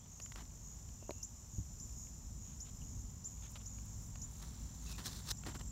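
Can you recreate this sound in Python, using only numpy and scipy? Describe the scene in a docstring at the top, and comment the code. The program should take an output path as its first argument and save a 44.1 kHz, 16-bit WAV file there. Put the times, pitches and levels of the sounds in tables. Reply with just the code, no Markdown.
"""A summer field: a distant engine throbs in the low rumble and hush of the open air. Ground crickets
trill and chirp by stridulation over a far insect chorus, and a small bird calls in thin rising chips
above a few far whistles. Close by, a hand holds a plastic magnifier over a leaf: soft blows ring the
damped modes of the magnifier, a camera case and the stalk, the plant ticks, and stick-slip friction
sounds as fingers rub and turn the leaf."""
import sys
import numpy as np
from scipy import signal
from scipy.fft import rfft, irfft, next_fast_len
from scipy.io import wavfile
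from scipy.ndimage import map_coordinates

SR = 44100
rng = np.random.default_rng(int(sys.argv[2]) if len(sys.argv) > 2 else 0)


def unload_audio(sound):
    """Save the sound as a 16-bit wav file, at the path given as the first command line argument."""
    columns = np.transpose(np.atleast_2d(sound))
    # keep every value between -1 and 1, then stretch to whole-number steps
    steps = np.round(np.clip(columns, -1, 1) * 32767)
    wavfile.write(sys.argv[1], SR, steps.astype(np.int16))


N = 251811


def amp(db):
    """Amplitude grows tenfold for every 20 dB."""
    return 10 ** (np.asarray(db) / 20)


def unit(x):
    """Normalisation to an rms of 1."""
    return x / np.sqrt(np.mean(x ** 2) + 1e-20)


def clock():
    """Uniform sampling: the time of each sample in seconds."""
    return np.arange(N) / SR


def curves(rows):
    """Linear interpolation: one value per sample for each column after the time."""
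    times, *columns = np.transpose(rows)
    return [np.interp(clock(), times, column) for column in columns]


def wobble(knots_per_s):
    """Smooth random modulation: a spline through Gaussian values."""
    knots = rng.standard_normal(int(N * knots_per_s / SR) + 4)
    return map_coordinates(knots, [clock() * knots_per_s], mode="nearest")


def filtered(x, response):
    """Linear filtering: the spectrum of x is multiplied by a frequency response."""
    size = next_fast_len(N + 8192)
    return irfft(rfft(x, size) * response(np.fft.rfftfreq(size, 1 / SR)), size)[:N]


def coloured(x, spectrum):
    """Spectral shaping by (frequency_hz, gain_db) points joined on a logarithmic frequency axis."""
    points_hz, db = np.transpose(spectrum)
    log_hz = np.log(points_hz)
    return filtered(x, lambda hz: amp(np.interp(np.log(hz + 1), log_hz, db, left=-120, right=-120)))


def noise(spectrum):
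    """Filtered white noise with an rms of 1."""
    return unit(coloured(rng.standard_normal(N), spectrum))


def cycles(hz):
    """Phase is the integral of frequency: counted in cycles, from a random start."""
    return np.cumsum(hz * np.ones(N)) / SR + rng.random()


def gate(start_s, length_s, edge_s):
    """A trapezoidal envelope, at half height at its start and end."""
    age = clock() - start_s
    return np.clip(np.minimum(age, length_s - age) / edge_s + .5, 0, 1)


# Running of the engine: time_s, firing_rate_hz, gain_db
ENGINE_RUN = [(0, 19.8, -4), (1.8, 19.9, -6), (3, 20.4, -0.5), (4.6, 20.35, 2), (5.7, 20, 2.5)]
# A low hum near 55 Hz, then harmonics of the firing rate, before that gain: frequency_ratio, level_db
ENGINE_TONES = [(2.72, -53), (5, -57.5), (7, -63.5), (8, -63), (9, -67.5), (10, -66), (11, -69.5),
                (12, -70), (13, -74)]
# Swell of the low rumble: time_s, level_db
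RUMBLE_LEVELS = [(0, -57), (.45, -51.5), (1.0, -57.5), (2.1, -51), (3.6, -52.5), (4.5, -51), (5.7, -51.5)]
# Spectrum of the rumble: frequency_hz, gain_db
RUMBLE_SPECTRUM = [(20, -43), (27, -15), (38, -4), (62, 0.5), (105, -7), (128, -9.5), (208, -15.5),
                   (260, -19.5), (305, -26.5), (420, -35), (700, -64)]
# Spectrum of the open-air hush: frequency_hz, gain_db
HUSH_SPECTRUM = [(200, 0), (400, 0), (620, -1), (780, 0), (1020, 0), (1500, -8.5), (2200, -10.5),
                 (4500, -10), (8000, -15), (10300, -22), (12500, -25.5), (15900, -18)]

def distant_engine():
    """A low engine hum near 55 Hz, plus harmonics of the firing rate, in broadband rumble and hush."""
    rumble_db, = curves(RUMBLE_LEVELS)
    firing_hz, engine_db = curves(ENGINE_RUN)
    firings = cycles(firing_hz * (1 + 0.00398 * wobble(3)))
    throb = sum(amp(db + 2.2 * wobble(2.934)) * np.sin(2 * np.pi * (ratio * firings + rng.random()))
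                for ratio, db in ENGINE_TONES)
    rumble = amp(rumble_db + 1.53 * wobble(5.5)) * noise(RUMBLE_SPECTRUM)
    hush = amp(-68 + 0.25 * engine_db + 0.37 * wobble(4.07)) * noise(HUSH_SPECTRUM)
    return amp(engine_db) * throb + rumble + hush


# Spectrum of the far insects: frequency_hz, gain_db
CHORUS_SPECTRUM = [(4700, -29), (5150, -8), (6000, -4.5), (6500, -2.5), (7100, 2.5), (7550, -6),
                   (8000, -13.5), (8500, -21.5), (10500, -27.5), (12000, -20), (12450, -13.5), (13000, -24),
                   (14100, -18), (15000, -21)]

def insect_chorus():
    """Incoherent summation: countless far insects merge into a shimmering band of noise."""
    return amp(-61.5 + 1.2 * wobble(3.48) + .7 * wobble(60)) * noise(CHORUS_SPECTRUM)


def stridulate(hz, strokes_per_s, fall, arch, duty, scatter, overtone_db):
    """Stridulation: each wing stroke sounds a tone that arches and falls; grass scatters its phase."""
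    stroke_count = cycles(strokes_per_s * (1 + .002 * wobble(5)))
    progress = np.minimum(stroke_count % 1 / duty, 1)
    swell = np.sin(np.pi * progress)
    pitch_hz = hz * (1 - fall * (progress - .5) + arch * (swell - np.pi / 4) + scatter * wobble(900))
    phase = 2 * np.pi * cycles(pitch_hz)
    tone = np.sin(phase) + amp(overtone_db) * np.sin(2 * phase)
    return unit(np.sqrt(np.abs(swell)) * amp(wobble(40)) * tone)


# The nearest trilling cricket: time_s, pitch_hz, strokes_per_s, level_db
NEAR_TRILL = [(0, 7130, 51, -65), (1.5, 7120, 59, -64), (3.3, 7130, 47, -63), (4.0, 7296, 41, -63),
              (5.0, 7270, 52, -63.5), (5.7, 7500, 47.4, -59.5)]
# Trilling crickets further off: pitch_hz, strokes_per_s, pitch_fall_fraction, level_db
FAR_TRILLS = [(7970, 49.7, .03, -78.5), (5920, 33.3, 0.14, -71.5), (6080, 51, .04, -72),
              (5440, 73, .06, -88), (6770, 91, 0.084, -79.5)]

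def trilling_crickets():
    """Continuous stridulation: an unbroken train of wing strokes is heard as a trill."""
    hz, rate, db = curves(NEAR_TRILL)
    effort = (hz / hz[0]) ** 10  # harder strokes sound higher and arch further
    near = stridulate(hz, rate, fall=.012 * effort, arch=.045 * effort,
                      duty=.72, scatter=.008, overtone_db=-25)
    out = amp(db) * near
    for hz, rate, fall, db in FAR_TRILLS:
        gain = amp(db + wobble(2.8))
        out += gain * stridulate(hz, rate, fall, arch=.01, duty=.6, scatter=.013, overtone_db=-21)
    return out


# Two chirping crickets: first_peak_s, period_s, stop_s, pitch_hz, strokes_per_s, level_db
CHIRP_TRAINS = [(0.26, .437, 4.4, 6740, 96, -58), (0.15, .471, 5.1, 6550, 72, -61.5)]

def chirping_crickets(chirp_s=0.12):
    """Amplitude modulation: a slow periodic envelope groups the wing strokes into chirps."""
    out = np.zeros(N)
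    for first_s, period_s, stop_s, hz, rate, db in CHIRP_TRAINS:
        from_peak_s = (clock() - first_s + period_s / 2) % period_s - period_s / 2
        envelope = np.exp(-(2 * from_peak_s / chirp_s) ** 4) * (clock() < stop_s)
        gain = amp(db + wobble(2.88))
        wings = stridulate(hz, rate, fall=0.017, arch=0.012, duty=.65, scatter=0.0089, overtone_db=-21.5)
        out += gain * envelope * wings
    return out


# Whistles of far birds: start_s, length_s, pitch_hz, level_db
FAR_WHISTLES = [(0, 0.053, 3280, -76), (0.995, 0.23, 2720, -77), (2.812, 0.015, 2870, -63.5),
                (4.862, 0.1, 2586, -65.5)]

def far_birds(flutter_db=2.5, blur_fraction=.05):
    """Random frequency modulation: each far whistle arrives blurred into a narrow band."""
    out = np.zeros(N)
    for start_s, length_s, hz, db in FAR_WHISTLES:
        envelope = amp(db + flutter_db * wobble(200)) * gate(start_s, length_s, 0.01)
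        pitch_hz = hz * (1 + blur_fraction * wobble(500))
        out += envelope * np.sin(2 * np.pi * cycles(pitch_hz))
    return out


# Chips of the small bird: start_s, top_pitch_hz, length_s, level_db, rise_boost_db
BIRD_CHIPS = [(0.215, 7140, 0.042, -47.5, 1), (1.226, 7330, 0.03, -46, 7), (1.796, 7130, 0.045, -52, 5),
              (2.6, 7010, 0.036, -44.5, 2.5), (3.24, 7210, 0.039, -45, 0), (3.656, 7060, 0.028, -47.5, -1),
              (4.214, 7070, 0.041, -46.5, 2), (5.368, 7140, 0.026, -57, 6)]

def small_bird(rise_s=0.0069, depth_fraction=.37, flutter_db=2.5):
    """A frequency sweep: each chip shoots up to its top pitch and holds it."""
    out = np.zeros(N)
    for start_s, top_hz, length_s, db, boost_db in BIRD_CHIPS:
        age = np.maximum(clock() - start_s, 0)
        rise_left = np.exp(-(age / rise_s) ** 1.37)
        rising = np.sqrt(rise_left)
        phase = 2 * np.pi * cycles(top_hz * (1 - depth_fraction * rise_left + .009 * wobble(400)))
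        overtone = amp(-16) * rising * np.sin(2 * phase)  # only the quick rise is edgy
        gain = amp(db + boost_db * rising + flutter_db * wobble(160))
        out += gain * gate(start_s + 0.0034, length_s - .006, 0.0035) * (np.sin(phase) + overtone)
    return out


def foliage(direct, tail_db=-6, t60_s=.15):
    """Multiple scattering: leaves all round add a short, exponentially decaying tail."""
    t = np.arange(SR // 4) / SR
    tail = rng.standard_normal(len(t)) * amp(-60 * t / t60_s)
    return direct + amp(tail_db) * signal.fftconvolve(direct, tail / np.linalg.norm(tail))[:N]


def struck(blows, modes, attack_s):
    """Modal vibration: each soft blow excites a sum of exponentially damped sinusoids."""
    out = np.zeros(N + SR)
    t = np.arange(SR // 2) / SR
    for start_s, db in blows:
        ring = sum(amp(gain_db + rng.normal(0, 1) - 60 * t / t60_s) * np.sin(2 * np.pi * hz * t)
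                   for hz, gain_db, t60_s in modes)
        out[round(start_s * SR):][:len(t)] += amp(db) * ring * (1 - np.exp(-t / attack_s))
    return out[:N]


# The magnifier is bumped: start_s, strength_db
MAGNIFIER_KNOCKS = [(1.026, -48.5), (1.0938, -33), (1.1078, -38)]
# Modes of its plastic: frequency_hz, gain_db, t60_s
MAGNIFIER_MODES = [(397, 0, 0.019), (590, 2.5, 0.019), (904, -9.5, 0.024)]
# The hand shifts on the camera case: start_s, strength_db
CASE_THUMPS = [(1.535, -41), (1.583, -28.5)]
# Modes of the case: frequency_hz, gain_db, t60_s
CASE_MODES = [(69, -3, 0.19), (103, 6, 0.072), (168, -1.5, 0.061), (289, -12.5, 0.078)]
# Fingers nudge the stalk: start_s, strength_db
STALK_NUDGES = [(5.471, -39), (5.483, -45), (5.557, -47)]
# Modes of the stalk: frequency_hz, gain_db, t60_s
STALK_MODES = [(261, -0.5, 0.047), (325, -1, 0.051)]

def handling_bumps():
    """Impact excitation: each body rings at its natural frequencies; softer contact starts more slowly."""
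    magnifier = struck(MAGNIFIER_KNOCKS, MAGNIFIER_MODES, attack_s=0.00037)
    case = struck(CASE_THUMPS, CASE_MODES, attack_s=0.0052)
    stalk = struck(STALK_NUDGES, STALK_MODES, attack_s=0.0014)
    return magnifier + case + stalk


# Snaps of the stalk and leaf edge: start_s, strength_db
PLANT_SNAPS = [(0.2, -34.5), (0.2605, -39.5), (0.32, -36.5), (0.358, -36), (1.1065, -36.5), (3.7847, -46),
               (4.156, -38), (4.9836, -40), (5.436, -39), (5.6117, -38)]
# Spectrum of a snap: frequency_hz, gain_db
SNAP_SPECTRUM = [(300, -4), (900, -1), (1300, -4), (2000, -2.5), (3100, -2), (3600, -11), (4400, -4),
                 (7000, -15), (15000, -23)]

def plant_ticks(t60_s=.011, rise_s=.0015, faint_per_s=1.5, faint_db=-52.5):
    """Brief transients are broadband: the plant gives dry snaps, with fainter ones at random times."""
    faint_times = rng.random(int(faint_per_s * N / SR)) * N / SR
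    envelope = np.zeros(N)
    for start_s, db in list(PLANT_SNAPS) + [(s, faint_db) for s in faint_times]:
        age = clock() - start_s
        envelope += amp(db - 60 * np.abs(age - rise_s) / t60_s) * (age > 0)
    return coloured(envelope * rng.standard_normal(N), SNAP_SPECTRUM)


def strokes(rows, edge_fraction=.37):
    """The force envelope of short contacts: each rises, holds and lets go."""
    return sum(amp(db) * gate(start_s, length_s, edge_fraction * length_s) for start_s, length_s, db in rows)


# Fingers slide along the leaf as they turn it: time_s, rubbing_db
FINGER_SLIDE = [(4.2, -82), (4.448, -68), (4.79, -74.5), (4.928, -54.5), (4.94, -67), (4.98, -69),
                (4.986, -63.5), (5.03, -70.5), (5.066, -44.5), (5.094, -59), (5.186, -59.5), (5.238, -69.5),
                (5.3, -47)]
# Fingers press and flex the leaf: start_s, length_s, level_db
LEAF_FLEXES = [(.358, 0.067, -60), (4.42, 0.027, -63), (4.979, 0.049, -57.5), (5.458, 0.039, -50.5),
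               (5.498, 0.03, -57.5), (5.543, .025, -53), (5.592, 0.026, -58.5)]
# A fingertip skids off its edge: start_s, length_s, level_db
EDGE_SKIDS = [(5.302, 0.018, -39.5)]
# Light touches stir only its hairs: start_s, length_s, level_db
HAIR_BRUSHES = [(3.503, .02, -60), (3.853, .01, -61.5), (3.97, 0.12, -71), (4.27, .19, -76.5)]
# The rim of the magnifier scrapes over it: start_s, length_s, level_db
RIM_SCRAPES = [(2.44, .11, -73), (2.654, 0.045, -67.5), (3.42, 0.057, -64.5), (3.554, 0.021, -53),
               (3.596, .025, -66)]
# Spectrum of the flexing blade: frequency_hz, gain_db
BLADE_SPECTRUM = [(150, -12), (310, 4), (550, -4), (1000, 1.5), (1900, -3), (2500, -9), (3100, -4.5),
                  (3700, -11)]
# Rasp of the veins: frequency_hz, gain_db
VEIN_SPECTRUM = [(1200, -11), (2500, -16), (3100, -12), (3500, -2), (3900, 2), (4800, -2), (5600, 1.5),
                 (7500, -7.5), (10000, -17)]
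# Hiss of the fine hairs: frequency_hz, gain_db
HAIR_SPECTRUM = [(5000, -9), (8500, 2.5), (11000, -2.5), (15900, -2)]
# Spectrum of the scraping rim: frequency_hz, gain_db
RIM_SPECTRUM = [(500, -7.5), (1200, -2.5), (1800, -7.5), (2500, -3.5), (3100, -1.5), (3650, -2), (4300, -8),
                (6000, -16), (12000, -19)]

def rubbed_leaf(slip_db=2.5, slips_per_s=300, middling_rub_db=-60.5):
    """Stick-slip friction: blade, veins, hairs and rim share the slips, and each adds its own grain."""
    rubbing_db, = curves(FINGER_SLIDE)
    harder_db = rubbing_db - middling_rub_db
    start_s, stop_s = FINGER_SLIDE[0][0], FINGER_SLIDE[-1][0]
    touching = gate(start_s, stop_s - start_s, .004)
    flex, skid, brush = strokes(LEAF_FLEXES), strokes(EDGE_SKIDS), strokes(HAIR_BRUSHES)
    # With harder rubbing, the veins grow louder fastest.
    blade = flex + amp(-12.5) * skid + touching * amp(-63.5 + 0.81 * harder_db)
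    veins = amp(-5) * flex + skid + touching * amp(-58 + 1.05 * harder_db)
    hairs = amp(-11.5) * flex + amp(-7.5) * skid + brush + touching * amp(-63.5 + 0.77 * harder_db)
    slips = amp(slip_db * wobble(slips_per_s))  # skin catches and lets go
    out = np.zeros(N)
    for force, spectrum in ((blade, BLADE_SPECTRUM), (veins, VEIN_SPECTRUM),
                            (hairs, HAIR_SPECTRUM), (strokes(RIM_SCRAPES), RIM_SPECTRUM)):
        grain = amp(2.34 * wobble(500)) * rng.standard_normal(N)
        out += force * unit(coloured(slips * grain, spectrum))
    return out


def scene():
    """Superposition: the field all round and the handling close by add in one channel."""
    bumps = handling_bumps()
    insects = trilling_crickets() + chirping_crickets() + insect_chorus()
    birds = foliage(small_bird() + far_birds())
    return (insects + birds + distant_engine() + rubbed_leaf() + plant_ticks() + bumps)[None]


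def record(dry):
    """Band limiting: an ideal low-pass filter removes the highest treble."""
    cutoff_hz = 15780
    return filtered(dry[0], lambda hz: hz < cutoff_hz)[None]


dry = scene()
out = record(dry)
unload_audio(out)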